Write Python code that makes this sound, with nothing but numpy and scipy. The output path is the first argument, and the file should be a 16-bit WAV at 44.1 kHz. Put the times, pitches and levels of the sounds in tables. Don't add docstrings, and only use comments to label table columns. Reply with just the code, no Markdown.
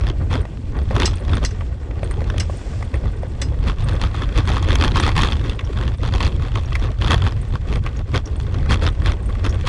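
import sys
import numpy as np
from scipy import signal
from scipy.io import wavfile
from scipy.ndimage import uniform_filter1d

SR = 44100
rng = np.random.default_rng(int(sys.argv[2]) if len(sys.argv) > 2 else 0)


def to_wav(s):
    ch = np.atleast_2d(s).T
    pcm = np.round(np.clip(ch, -1, 1) * 32767)
    wavfile.write(sys.argv[1], SR, pcm.astype(np.int16))


N = 426888

# t/s, length/s, rattle/dB, thump/dB, shudder/dB
BUMPS = [(0.03, 0.078, -35.5, -29, -34), (0.213, 0.014, -44, -14, -24), (0.311, 0.053, -25.5, -15, -21),
         (0.385, 0.029, -39, -7.5, -31), (0.759, 0.066, -47, -18.5, -28), (0.915, 0.04, -35, -16.5, -24),
         (.954, 0.023, -25.5, -14, -21), (0.999, 0.053, -21.5, -12, -18.5), (1.078, 0.011, -33, -24, -31),
         (1.214, 0.026, -62, -28, -29), (1.28, 0.045, -34.5, -16, -25.5), (1.331, 0.049, -30, -13.5, -22.5),
         (1.429, 0.014, -26, -11, -23), (1.502, 0.058, -52, -33, -50), (2.032, 0.031, -39, -20, -39),
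         (2.274, 0.032, -41, -20, -40), (2.363, 0.057, -36, -15, -31.5), (2.948, 0.025, -38, -10.5, -32),
         (3.041, 0.044, -41, -13.5, -27), (3.425, 0.097, -68, -18, -32), (3.628, 0.046, -36, -17, -28),
         (3.678, 0.027, -25, -12.5, -22.5), (3.784, 0.057, -36.5, -14, -42), (3.869, 0.1, -36, -15, -30),
         (4.012, 0.051, -27.5, -17, -29.5), (4.142, 0.051, -31, -32, -45), (4.214, 0.022, -29, -27, -25),
         (4.364, 0.034, -21.5, -12, -22), (4.478, 0.1, -26, -15.5, -26.5), (4.625, 0.044, -31.5, -15, -34),
         (4.685, 0.069, -22.5, -17, -22.5), (4.799, 0.078, -23, -17, -21.5), (4.955, 0.048, -17, -20, -28),
         (5.03, 0.059, -18.5, -32, -30), (5.167, 0.089, -17, -12, -23.5), (5.271, 0.057, -27.5, -21, -36),
         (5.439, 0.078, -32.5, -23, -33), (5.758, 0.13, -36.5, -17.5, -30.5), (6.031, 0.055, -30, -17, -29),
         (6.136, 0.031, -33, -13.5, -23.5), (6.204, 0.076, -26.5, -15, -24.5), (6.36, 0.054, -55, -35, -47),
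         (6.421, 0.047, -36, -35, -32), (6.558, 0.021, -28.5, -10.5, -25), (6.815, 0.043, -32, -22, -28.5),
         (6.887, 0.025, -58, -21, -25.5), (7.013, 0.083, -26.5, -14, -26.5),
         (7.107, 0.035, -16.5, -11, -18), (7.165, 0.053, -37, -12.5, -33), (7.239, 0.039, -27, -11, -25.5),
         (7.32, 0.013, -54, -18, -35), (7.537, 0.016, -36, -13, -26), (7.684, 0.088, -35, -12, -28),
         (7.992, 0.02, -44, -14.5, -29), (8.042, 0.05, -55, -31, -42), (8.143, 0.03, -25, -11, -20.5),
         (8.399, 0.013, -55, -25, -52), (8.54, 0.094, -45.5, -16.5, -45), (8.704, 0.039, -15, -11, -21),
         (8.753, 0.019, -49, -28, -37), (8.822, 0.055, -23, -13, -24.5), (9.054, 0.062, -26, -11.5, -27),
         (9.324, 0.027, -57, -19, -44), (9.443, 0.024, -24.5, -25, -23), (9.496, 0.072, -50, -21, -31),
         (9.673, .03, -16, -21, -41)]
# t/s, level/dB, hollow body offset/dB
HARD_SLAPS = [(0.0097, -21.5, -8), (0.0353, -29, 2), (0.068, -21, -1), (0.0767, -23, -2), (0.086, -21, -5),
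              (0.0987, -19, -8), (0.3281, -16.5, -3.5), (0.3378, -18, -12), (0.353, -17.5, -4),
              (0.5717, -33, -12), (0.788, -24.5, -4), (0.888, -34.5, 1), (0.964, -16, 1.5),
              (0.9992, -8, -13), (1.0195, -7.5, -6), (1.0308, -8.5, -9), (1.077, -18, -2.5),
              (1.332, -17.5, -1.5), (1.369, -15.5, -10), (2.3, -18.5, -4.5), (2.3805, -12.5, -15),
              (3.669, -23.5, 3), (3.676, -21, 2), (3.6823, -21.5, -4), (3.697, -17, -4), (3.7071, -27, -5),
              (3.8042, -25, -10), (3.8224, -29.5, 3), (3.8855, -16.5, -5), (3.8925, -20.5, -10),
              (3.9225, -28, 7.5), (4.0141, -12, -15), (4.023, -17.5, -6), (4.0367, -15.0, -4),
              (4.1438, -27, 7.5), (4.2192, -17.5, -3), (4.3761, -11, -15), (4.384, -11, -7),
              (4.474, -16, -10), (4.4819, -18, -3.5), (4.4897, -17, -2), (4.5013, -16, -2),
              (4.5166, -15, -7), (4.5669, -15.5, -1), (4.5798, -19.5, -1), (4.6257, -15.5, -8),
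              (4.6861, -15, -8), (4.705, -12, -4.5), (4.7177, -13.5, -12), (4.7289, -16, -7),
              (4.7545, -8, -7), (4.7848, -18, -1), (4.8106, -9, -9), (4.8226, -7, -7), (4.838, -8, -7),
              (4.8458, -11.5, -3), (4.8538, -18.5, 2), (4.878, -11, -14), (4.917, -17, -13),
              (4.9575, -10.5, -2), (4.9694, -10, -3), (4.9769, -15.5, 3), (4.9867, -19, -9),
              (4.9987, -7.5, -7), (5.025, -19.5, -3), (5.0347, -11.5, -2), (5.064, -9.5, -6),
              (5.0775, -13.5, -1), (5.0903, -13, -1), (5.1166, -17.5, -9), (5.1646, -10, -5),
              (5.178, -6.5, -7), (5.1898, -12.5, -2), (5.2027, -14, -1), (5.2114, -16, -13),
              (5.2188, -12, -4), (5.233, -4.5, -14), (5.2465, -12.5, -5), (5.2557, -14, -8),
              (5.2712, -12.5, -9), (5.2851, -15.5, -3), (5.3211, -13, -10), (5.3297, -17.5, -5),
              (5.3673, -24, -11), (5.394, -27, -16), (5.44, -29, -2), (5.4953, -16.5, -10),
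              (5.7726, -20.5, -1), (5.7867, -22, -2), (5.8112, -23, -2), (5.8346, -22.5, -5),
              (5.8777, -18, -4.5), (6.0319, -20, -5), (6.0762, -20, -14), (6.1241, -22, -14),
              (6.1372, -13.5, -7.5), (6.1503, -17.5, -4), (6.1584, -16, -15), (6.1805, -17, -10),
              (6.2046, -8.5, -10), (6.212, -18, -7), (6.227, -10, -15), (6.2315, -15, -8),
              (6.2367, -20, -7), (6.248, -11, -17), (6.2547, -18, -14), (6.2664, -13.5, -13),
              (6.2754, -15, -19), (6.4217, -24, -8), (6.5557, -15, -3), (6.5725, -21, -2),
              (6.7287, -20.5, -12), (6.7525, -22, -12), (6.8234, -23, -5), (6.839, -24.5, 1),
              (6.903, -33, -10), (7.0203, -13.5, -7), (7.0447, -14.5, -6), (7.0613, -16.5, -3.5),
              (7.0731, -16, -2), (7.0797, -14, -7), (7.1067, -8.5, -3), (7.117, -7, -6), (7.1298, -14, 3),
              (7.1422, -7, -0.5), (7.1784, -18, -9), (7.2197, -17.5, 0.5), (7.2648, -14.5, -2),
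              (7.2735, -16.5, -2), (7.3216, -22.5, -11), (7.554, -21, -3), (7.7255, -16.5, -9.5),
              (7.7362, -23, -11), (7.7567, -20, -6), (7.9911, -23.5, -10), (8.149, -15.5, -9),
              (8.1581, -12, -9), (8.1655, -17, -9), (8.1757, -13, -13), (8.3993, -24, -13),
              (8.5424, -25, -2), (8.708, -11.5, 0), (8.7199, -13.5, -2.5), (8.728, -15.5, 1.5),
              (8.7414, -12.5, -11), (8.8645, -9.5, -12.5), (8.8749, -15, -0.5), (8.8867, -18, -8),
              (9.0191, -23.5, -7), (9.0589, -10, -10), (9.0693, -14, -5), (9.0952, -18, -5),
              (9.119, -18.5, -9), (9.451, -22, 2), (9.463, -16, -3), (9.5247, -27, -19), (9.61, -25.5, -17),
              (9.6728, -14, -3)]
# f/Hz, width/Hz, level/dB
BODY_MODES = [(161, 62, -9), (267, 118, 3.5), (434, 350, -2.5), (868, 380, 2), (1116, 77, 7),
              (1240, 100, 4), (1457, 570, -0.5), (1793, 290, -1.5)]
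# f/Hz, width/Hz, level/dB
SHELL_MODES = [(1160, 910, -3.5), (2060, 1620, -3), (2606, 310, 1), (3122, 366, -2), (3317, 230, 4),
               (3582, 203, -0.5), (4210, 656, -5), (4745, 910, -7.5), (5850, 2300, -7.5),
               (6400, 2450, -12.5), (9000, 490, -26), (10400, 470, -31.5)]


def rumble(wind_db, thump):
    # f/Hz, level/dB
    wind_spectrum = [(18, -3), (30, -4), (50, 4.5), (65, 2), (85, 2.5), (120, -4.5), (160, -24.5),
                     (300, -54), (600, -81)]
    boom_spectrum = [(20, -12), (32, -1), (50, 3.5), (65, -2), (85, 5), (120, -3.5), (160, -21), (300, -42)]
    # middle t/s, length/s, depth/dB
    rumble_dips = [(.14, 0.043, 8), (.5, 0.28, 8), (.75, 0.021, 10), (1.2, 0.1, 8), (1.82, 0.061, 3),
                   (2.0, 0.027, 8), (2.6, 0.14, 7), (2.91, 0.04, 10), (3.38, 0.045, -2.5),
                   (3.6, 0.044, -3.5), (3.72, 0.037, -6), (3.755, 0.042, 9), (4.0, 0.028, 8),
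                   (4.05, 0.044, -3), (4.15, 0.05, 5), (4.34, 0.047, 6), (4.55, 0.042, 3.5),
                   (5.6, 0.076, 12), (5.705, .035, 10), (5.973, 0.054, 10), (6.5, 0.038, -1),
                   (6.66, 0.049, 8), (6.94, 0.071, 4), (7.3, 0.03, 10), (7.46, 0.045, 9), (7.58, 0.028, 10),
                   (7.67, 0.024, 15), (7.93, 0.039, 7), (8.26, 0.077, 7), (8.5, 0.024, 1),
                   (9.2, 0.081, 4.5), (9.4, 0.047, 1)]
    gusting = from_db(wind_db + 2.5 + 1.64 * drift(25))
    gusts = gusting * steady(coloured(wind_spectrum, patchy_db=1), span_s=.07)
    boom = from_db(-3.5) * thump * steady(coloured(boom_spectrum, patchy_db=1.5), span_s=.027)
    return from_db(dips_db(rumble_dips)) * (gusts + boom)


def mount(times, level_db, body_db):
    shell = strike(times, level_db, SHELL_MODES, rise_s=.0009, contact_s=.0011,
                   scatter_db=1, buzz_db=-22, buzz_s=.007, snap=.7)
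    body = strike(times - .0015, level_db + body_db, BODY_MODES, rise_s=.0025, contact_s=.0016,
                  scatter_db=1.5, buzz_db=-13, buzz_s=.011, snap=.6)
    return shell + from_db(5.5) * body


def clacks():
    return from_db(25) * mount(*np.transpose(HARD_SLAPS))


def rattles(swings_per_s=92, jitter=.22, decay_db_per_s=656, ceiling_db=-23, tail_s=.04):
    chance = np.clip(rng.standard_normal((len(BUMPS), 2, 30)), -2, 2)
    hard_times = np.array(HARD_SLAPS)[:, 0]
    slaps = []
    for (start, length, rattle_db, *_), (timing, size) in zip(BUMPS, chance):
        gaps = np.exp(jitter * timing) / swings_per_s
        t = np.cumsum(gaps) - gaps[0]
        fade_db = decay_db_per_s * np.maximum(t - length, 0)
        level_db = np.minimum(rattle_db + 2 + 2.5 * size - fade_db, ceiling_db)
        free = np.abs(start + t[:, None] - hard_times).min(axis=1) > .65 / swings_per_s
        heard = free & (t < length + tail_s) & (start + t < N / SR)
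        slaps += zip(start + t[heard], level_db[heard])
    return from_db(27) * mount(*np.transpose(slaps), body_db=-2.5)


def frame_shudder(shudder_db, shake):
    # f/Hz, level/dB
    spectrum = [(100, -8.5), (170, 1.5), (250, -2), (350, -5.5), (480, -12), (700, -18), (1200, -25.5)]
    level = np.hypot(from_db(shudder_db + .5), from_db(-5) * shake)
    return level * steady(coloured(spectrum, patchy_db=5.5), span_s=.055)


def tyres(roll_db, shake):
    # f/Hz, width/Hz, level/dB
    wheel_modes = [(508, 57, 3), (1140, 146, -4.5), (1485, 146, -6), (1840, 130, -9.5)]
    # f/Hz, level/dB
    spectrum = [(150, -4), (330, 6.5), (520, 2.5), (700, -3), (900, -5.5), (1120, -16), (1400, -17.5),
                (1900, -24), (2600, -28)]
    tread = rng.standard_normal(N) * from_db(4.6 * drift(30))
    hum = rms_one(sum(from_db(db) * resonate(tread, hz, width_hz) for hz, width_hz, db in wheel_modes))
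    lumps = rms_one(from_db(2 * drift(36)))
    level = np.hypot(from_db(roll_db - 1), from_db(-8.5) * shake)
    return level * lumps * soften(coloured(spectrum, patchy_db=2.5) + from_db(-5) * hum, top_hz=2270)


def knocks(split_hz=950):
    # t/s, ring/dB, thud/dB, extra treble/dB
    blows = [(.451, -41.5, -28, 0), (0.907, -31, -15, -14), (1.607, -37, -25, -2), (1.619, -46, -20.5, -2),
             (1.908, -39, -24.5, -2), (2.029, -30.5, -15.5, -4), (2.109, -27.5, -37, -16),
             (2.216, -36, -23, -18), (2.341, -42, -20, -4), (2.355, -48, -35, -7), (2.496, -41, -24.5, -6),
             (2.824, -34, -22, -15), (2.939, -34.5, -22, -7), (2.953, -43, -27, 0), (3.054, -37, -33, -4),
             (3.231, -45, -21.5, -3), (3.417, -30, -27, -4), (5.59, -29, -39, 5), (5.606, -35.5, -25, -10),
             (5.915, -45, -49, -6), (6.719, -35, -37, -2), (6.752, -22, -37, -4.5), (7.861, -26.5, -28, -7),
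             (7.87, -34, -30, 1), (8.141, -26, -21, -2), (9.290, -46, -26, -12), (9.350, -32.5, -43, -12)]
    # f/Hz, width/Hz, level/dB
    frame_modes = [(330, 86, -6), (543, 94, 4), (910, 346, -5.5), (1124, 100, 8), (1530, 170, -2.5),
                   (1950, 215, 4.5), (2630, 280, 2.5), (3360, 430, -4), (6800, 400, -23)]
    times, ring_db, thud_db, treble_db = np.transpose(blows)
    low = [mode for mode in frame_modes if mode[0] < split_hz]
    high = [mode for mode in frame_modes if mode[0] >= split_hz]
    thud = strike(times, thud_db, low, rise_s=.001, contact_s=.0012,
                  scatter_db=1, buzz_db=-24, buzz_s=.008)
    ring = strike(times, ring_db, high, rise_s=.0028, contact_s=.0025,
                  scatter_db=2, buzz_db=-20, buzz_s=.014, treble_db=treble_db)
    return from_db(36.5) * (soften(thud, top_hz=1500) + ring)


def clanks():
    # t/s, level/dB, extra treble/dB
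    hits = [(1.054, -20.5, 5.5), (1.0572, -24, 3), (1.065, -30, 7), (1.447, -22, 2), (1.4556, -32, 7),
            (1.459, -41, -5), (1.507, -31, -8), (2.397, -25, 3), (2.403, -24, -1), (2.409, -38, -2),
            (3.415, -20.5, -0.5), (3.421, -29, 0), (3.428, -37, 0)]
    # f/Hz, width/Hz, level/dB
    steel_modes = [(1508, 160, -2), (1990, 210, 2), (2840, 120, 1.5), (3500, 92, -2), (4070, 120, 1.5),
                   (4600, 1140, -6), (5025, 24, 7), (5280, 18, -1), (5400, 120, 3), (5540, 65, -3),
                   (6050, 390, 2.5), (6120, 130, -4), (7300, 380, -17), (8000, 85, -2), (8650, 130, -12),
                   (8900, 1800, -18)]
    times, level_db, treble_db = np.transpose(hits)
    return from_db(33.5) * strike(times, level_db, steel_modes, rise_s=.003, contact_s=.003,
                                  scatter_db=1.5, buzz_db=-15, buzz_s=.02, treble_db=treble_db)


def line_clips(jingles_per_s=5):
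    # t/s, level/dB
    ticks = [(0.41, -47), (.828, -49), (1.153, -36), (1.201, -44), (1.35, -37), (2.039, -37.5),
             (2.108, -34.5), (2.502, -47), (2.567, -43), (2.844, -47), (2.950, -46), (3.84, -40),
             (3.930, -44), (5.001, -28.5), (7.413, -40), (7.75, -41), (8.361, -44), (8.422, -50),
             (9.256, -41), (9.492, -45)]
    # f/Hz, width/Hz, level/dB
    clip_modes = [(8600, 260, 7), (9700, 370, -3.5), (10700, 600, -14)]
    timing, size = rng.random((150, 2)).T
    times = np.cumsum(-np.log(timing)) / jingles_per_s
    level_db = -53 + 5.5 * (2 * size - 1)
    heard = times < N / SR
    touches = ticks + list(zip(times[heard], level_db[heard]))
    return from_db(29.5) * strike(*np.transpose(touches), clip_modes, rise_s=.005, contact_s=.003,
                                  scatter_db=2, buzz_db=-14, buzz_s=.014)


def dog_tags():
    # t/s, level/dB
    touches = [(5.647, -49), (6.655, -49), (6.792, -50), (7.965, -46), (8.255, -43.5), (8.271, -49),
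               (9.491, -39), (9.504, -41)]
    # f/Hz, width/Hz, level/dB
    tag_modes = [(5620, 190, 1), (6550, 140, -4), (6700, 150, -7), (9500, 230, -18)]
    return from_db(43) * strike(*np.transpose(touches), tag_modes, rise_s=.003, contact_s=.003,
                                scatter_db=2, buzz_db=-16, buzz_s=.012)


def mount_chatter(litter_db, bounces_per_s=80, spread_db=10):
    times = np.cumsum(rng.gamma(3, 1 / 3, size=2200)) / bounces_per_s
    size_db = spread_db * np.clip(rng.standard_normal(len(times)), -2, 2)
    heard = times < N / SR
    bounces = steady(mount(times[heard], size_db[heard], body_db=-5), span_s=.035)
    return from_db(litter_db - 2) * bounces


def mount_buzz(litter_db, rattle):
    tremble = rng.standard_normal(N) * from_db(3 * drift(90))
    modes = [(hz, width_hz, db) for hz, width_hz, db in BODY_MODES + SHELL_MODES
             if 800 < hz < 4500 and width_hz < hz / 6]
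    ring = sum((-1) ** k * from_db(db) * resonate(tremble, hz, width_hz)
               for k, (hz, width_hz, db) in enumerate(modes))
    return np.hypot(from_db(litter_db - 9), from_db(-10.5) * rattle) * rms_one(ring)


def leaf_litter(litter_db, rattle):
    # f/Hz, level/dB
    spectrum = [(1000, 2), (2000, 11.5), (3400, -5.5), (4500, -13.5), (6000, -12.5), (7800, -8),
                (9000, -17), (10500, -21), (12000, -32)]
    grains = rms_one(from_db(2.2 * drift(220)))
    level = np.hypot(from_db(litter_db - 10.5), from_db(-17) * rattle)
    return level * grains * coloured(spectrum, patchy_db=4)


def wheel_rub():
    # t/s, level/dB
    envelope = [(2.40, -90), (2.44, -65), (2.51, -47), (2.63, -48.5), (2.8, -49.5), (2.86, -62),
                (2.92, -90)]
    # f/Hz, level/dB
    spectrum = [(1500, 12), (1900, 4), (2600, 4.5), (4000, -1), (5500, 3), (8200, -9), (10500, -15)]
    level_db, = in_time(envelope)
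    t = np.arange(N) / SR
    touching = (t > envelope[0][0]) & (t < envelope[-1][0])
    return touching * from_db(level_db) * coloured(spectrum, patchy_db=.8)


def grass(lull_db):
    # f/Hz, level/dB
    spectrum = [(1500, 2.5), (2400, 7), (3400, 3), (5000, -0.5), (8200, -10.5), (10500, -13)]
    return from_db(-55 + lull_db / 2 + 1.5 * drift(20)) * coloured(spectrum, patchy_db=1.5)


def through_cover(x):
    # f/Hz, width/Hz, gain/dB
    cover_bands = [(6950, 270, -1), (7800, 1200, 6.5), (9900, 600, -11)]
    for hz, width_hz, db in cover_bands:
        x = x + (from_db(db) - 1) * resonate(x, hz, width_hz)
    return x


def strike(times, level_db, modes, rise_s, contact_s, scatter_db, buzz_db, buzz_s, treble_db=0, snap=0):
    t = np.arange(SR // 14) / SR
    attack = (1 - np.exp(-(t / rise_s) ** 2)) ** 2
    contact = np.exp(-np.maximum(t - rise_s, 0) / contact_s)
    shape = attack * (contact + from_db(buzz_db) * np.exp(-t / buzz_s))
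    starts = np.round((np.asarray(times) - rise_s / 2) * SR).astype(int)
    at = np.clip(starts, 0, N - 1)[:, None] + np.arange(len(t))
    grit = rng.standard_normal(at.shape) * shape
    grit[:, int(rise_s * SR)] += snap * np.linalg.norm(shape)
    grit *= from_db(level_db)[:, None] / np.linalg.norm(grit, axis=1, keepdims=True)
    strengths = from_db(scatter_db * rng.standard_normal((len(at), len(modes))))
    is_treble = np.array(modes)[:, 0] > 2300
    strengths *= from_db(np.outer(treble_db, is_treble))
    ring = 0
    for k, (hz, width_hz, mode_db) in enumerate(modes):
        force = np.bincount(at.ravel(), (grit * strengths[:, k:k + 1]).ravel(), minlength=N)[:N]
        ring = ring + (-1) ** k * from_db(mode_db) * resonate(force, hz, width_hz)
    return ring


def bump_envelope(level_db, rise_s=.019, settle_s=.0082):
    t, power = np.arange(0, N, 20) / SR, 1e-12
    for (start, length, *_), db in zip(BUMPS, level_db):
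        attack = np.clip(1 + (t - start) / rise_s, 0, 1)
        release = np.exp(-np.maximum(t - start - length, 0) / settle_s)
        power = power + (from_db(db) * attack * release) ** 2
    return np.interp(np.arange(N) / SR, t, np.sqrt(power))


def dips_db(rows):
    t = np.arange(0, N, 20) / SR
    depth_db = sum(db * np.exp(-(2 * (t - middle) / length) ** 2) for middle, length, db in rows)
    return -np.interp(np.arange(N) / SR, t, depth_db)


def coloured(spectrum, patchy_db):
    hz, level_db = np.transpose(spectrum)
    centres = 16 * 2 ** (np.arange(30) / 3)
    white, noise = rng.standard_normal((2, N + SR // 2)), 0
    for k, centre in enumerate(centres):
        if hz[0] <= centre <= hz[-1]:
            sos = signal.butter(2, centre * 2 ** (np.array([-1, 1]) / 6), "band", fs=SR, output="sos")
            band_db = np.interp(np.log(centre), np.log(hz), level_db) + patchy_db * drift(23.4)
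            noise = noise + from_db(band_db) * signal.sosfilt(sos, white[k % 2])[-N:]
    return rms_one(noise)


def drift(rate_hz, hop=40):
    r = np.exp(-2 * hop * np.pi * rate_hz / SR)
    slow = signal.lfilter([1], [1, -2 * r, r * r], rng.standard_normal(N // hop + 2002))[2000:]
    return np.interp(np.arange(N) / hop, np.arange(len(slow)), rms_one(slow))


def steady(x, span_s):
    size = max(int(span_s * SR), 1)
    power = uniform_filter1d(uniform_filter1d(x ** 2, size), size)
    return x / np.sqrt(np.abs(power) + 1e-4 * np.mean(x ** 2))


def resonate(x, hz, width_hz):
    r = np.exp(-np.pi * width_hz / SR)
    feedback = [1, -2 * r * np.cos(2 * np.pi * hz / SR), r * r]
    floor = 1e-18 * (-1) ** (np.arange(N) // 2)
    return signal.lfilter(np.array([1, 0, -1]) * (1 - r * r) / 2, feedback, x + floor)


def soften(x, top_hz, order=3):
    return signal.sosfilt(signal.butter(order, top_hz, fs=SR, output="sos"), x)


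def in_time(rows):
    times, *columns = np.transpose(rows)
    return [np.interp(np.arange(N) / SR, times, column) for column in columns]


def from_db(db):
    return 10 ** (np.asarray(db) / 20)


def rms_one(x):
    return x / np.sqrt(np.mean(x ** 2) + 1e-20)


def scene():
    # t/s, wind/dB, frame shudder/dB, tyre roll/dB, leaf litter/dB
    bed_levels = [(0, -18, -42, -36, -60), (.58, -23, -34, -43, -56), (1.14, -19.5, -35.5, -45, -37),
                  (1.8, -27, -40, -39, -55), (2.2, -20.5, -35, -38, -43), (2.65, -24.5, -39, -39, -50),
                  (3.3, -26, -37.5, -41, -51), (3.75, -22.5, -38.5, -37, -45),
                  (4.3, -20.5, -39, -39, -40.5), (5.0, -17.5, -27, -37, -35),
                  (5.38, -22, -33, -39.5, -37.5), (5.65, -20.5, -35, -43.5, -42),
                  (6.35, -21.5, -33, -48, -41), (6.7, -20, -48, -38, -40.5), (7.42, -21.5, -41, -40, -44.5),
                  (8.3, -23, -37.5, -40.5, -46), (8.65, -20, -33.5, -38, -41),
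                  (9.2, -21.5, -34.5, -38, -46), (9.68, -19, -42, -42, -39)]
    # middle t/s, length/s, depth/dB
    ground_lulls = [(0.6, 0.18, 3), (1.21, 0.057, 7), (1.8, 0.24, 2.5), (3.755, 0.057, 5.5),
                    (4.32, 0.046, -2.5), (5.6, 0.12, 3), (5.702, 0.046, -2.5), (5.973, 0.033, 13),
                    (6.66, 0.052, 3), (6.955, 0.09, 6.5), (7.42, 0.12, 2), (7.595, 0.052, 8),
                    (7.807, 0.03, 14), (7.929, 0.039, 3), (8.04, 0.064, 15), (8.23, 0.036, 9),
                    (8.942, 0.067, 5), (9.201, 0.13, 4)]
    wind_db, *ground_db = in_time(bed_levels)
    lull_db = dips_db(ground_lulls)
    shudder_db, roll_db, litter_db = np.array(ground_db) + lull_db
    rattle, thump, shake = (bump_envelope(level_db) for level_db in np.transpose(BUMPS)[2:])
    low_end = rumble(wind_db, thump)
    rolling = frame_shudder(shudder_db, shake) + tyres(roll_db, shake) + leaf_litter(litter_db, rattle)
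    hiss = through_cover(wheel_rub() + grass(lull_db))
    hits = clacks() + knocks() + clanks() + line_clips() + dog_tags()
    clatter = rattles() + mount_chatter(litter_db) + mount_buzz(litter_db, rattle)
    return (low_end + rolling + hiss + hits + clatter)[None, :]


def record(dry, cutoff_hz=15300):
    dull = soften(dry, top_hz=10780, order=12)
    leak = from_db(-9.5) * resonate(dry, hz=13400, width_hz=900)
    rounded = .85 * np.tanh((dull + leak) / .85)
    return signal.sosfilt(signal.ellip(10, .5, 70, cutoff_hz, fs=SR, output="sos"), rounded)


dry = scene()
out = record(dry)
to_wav(out)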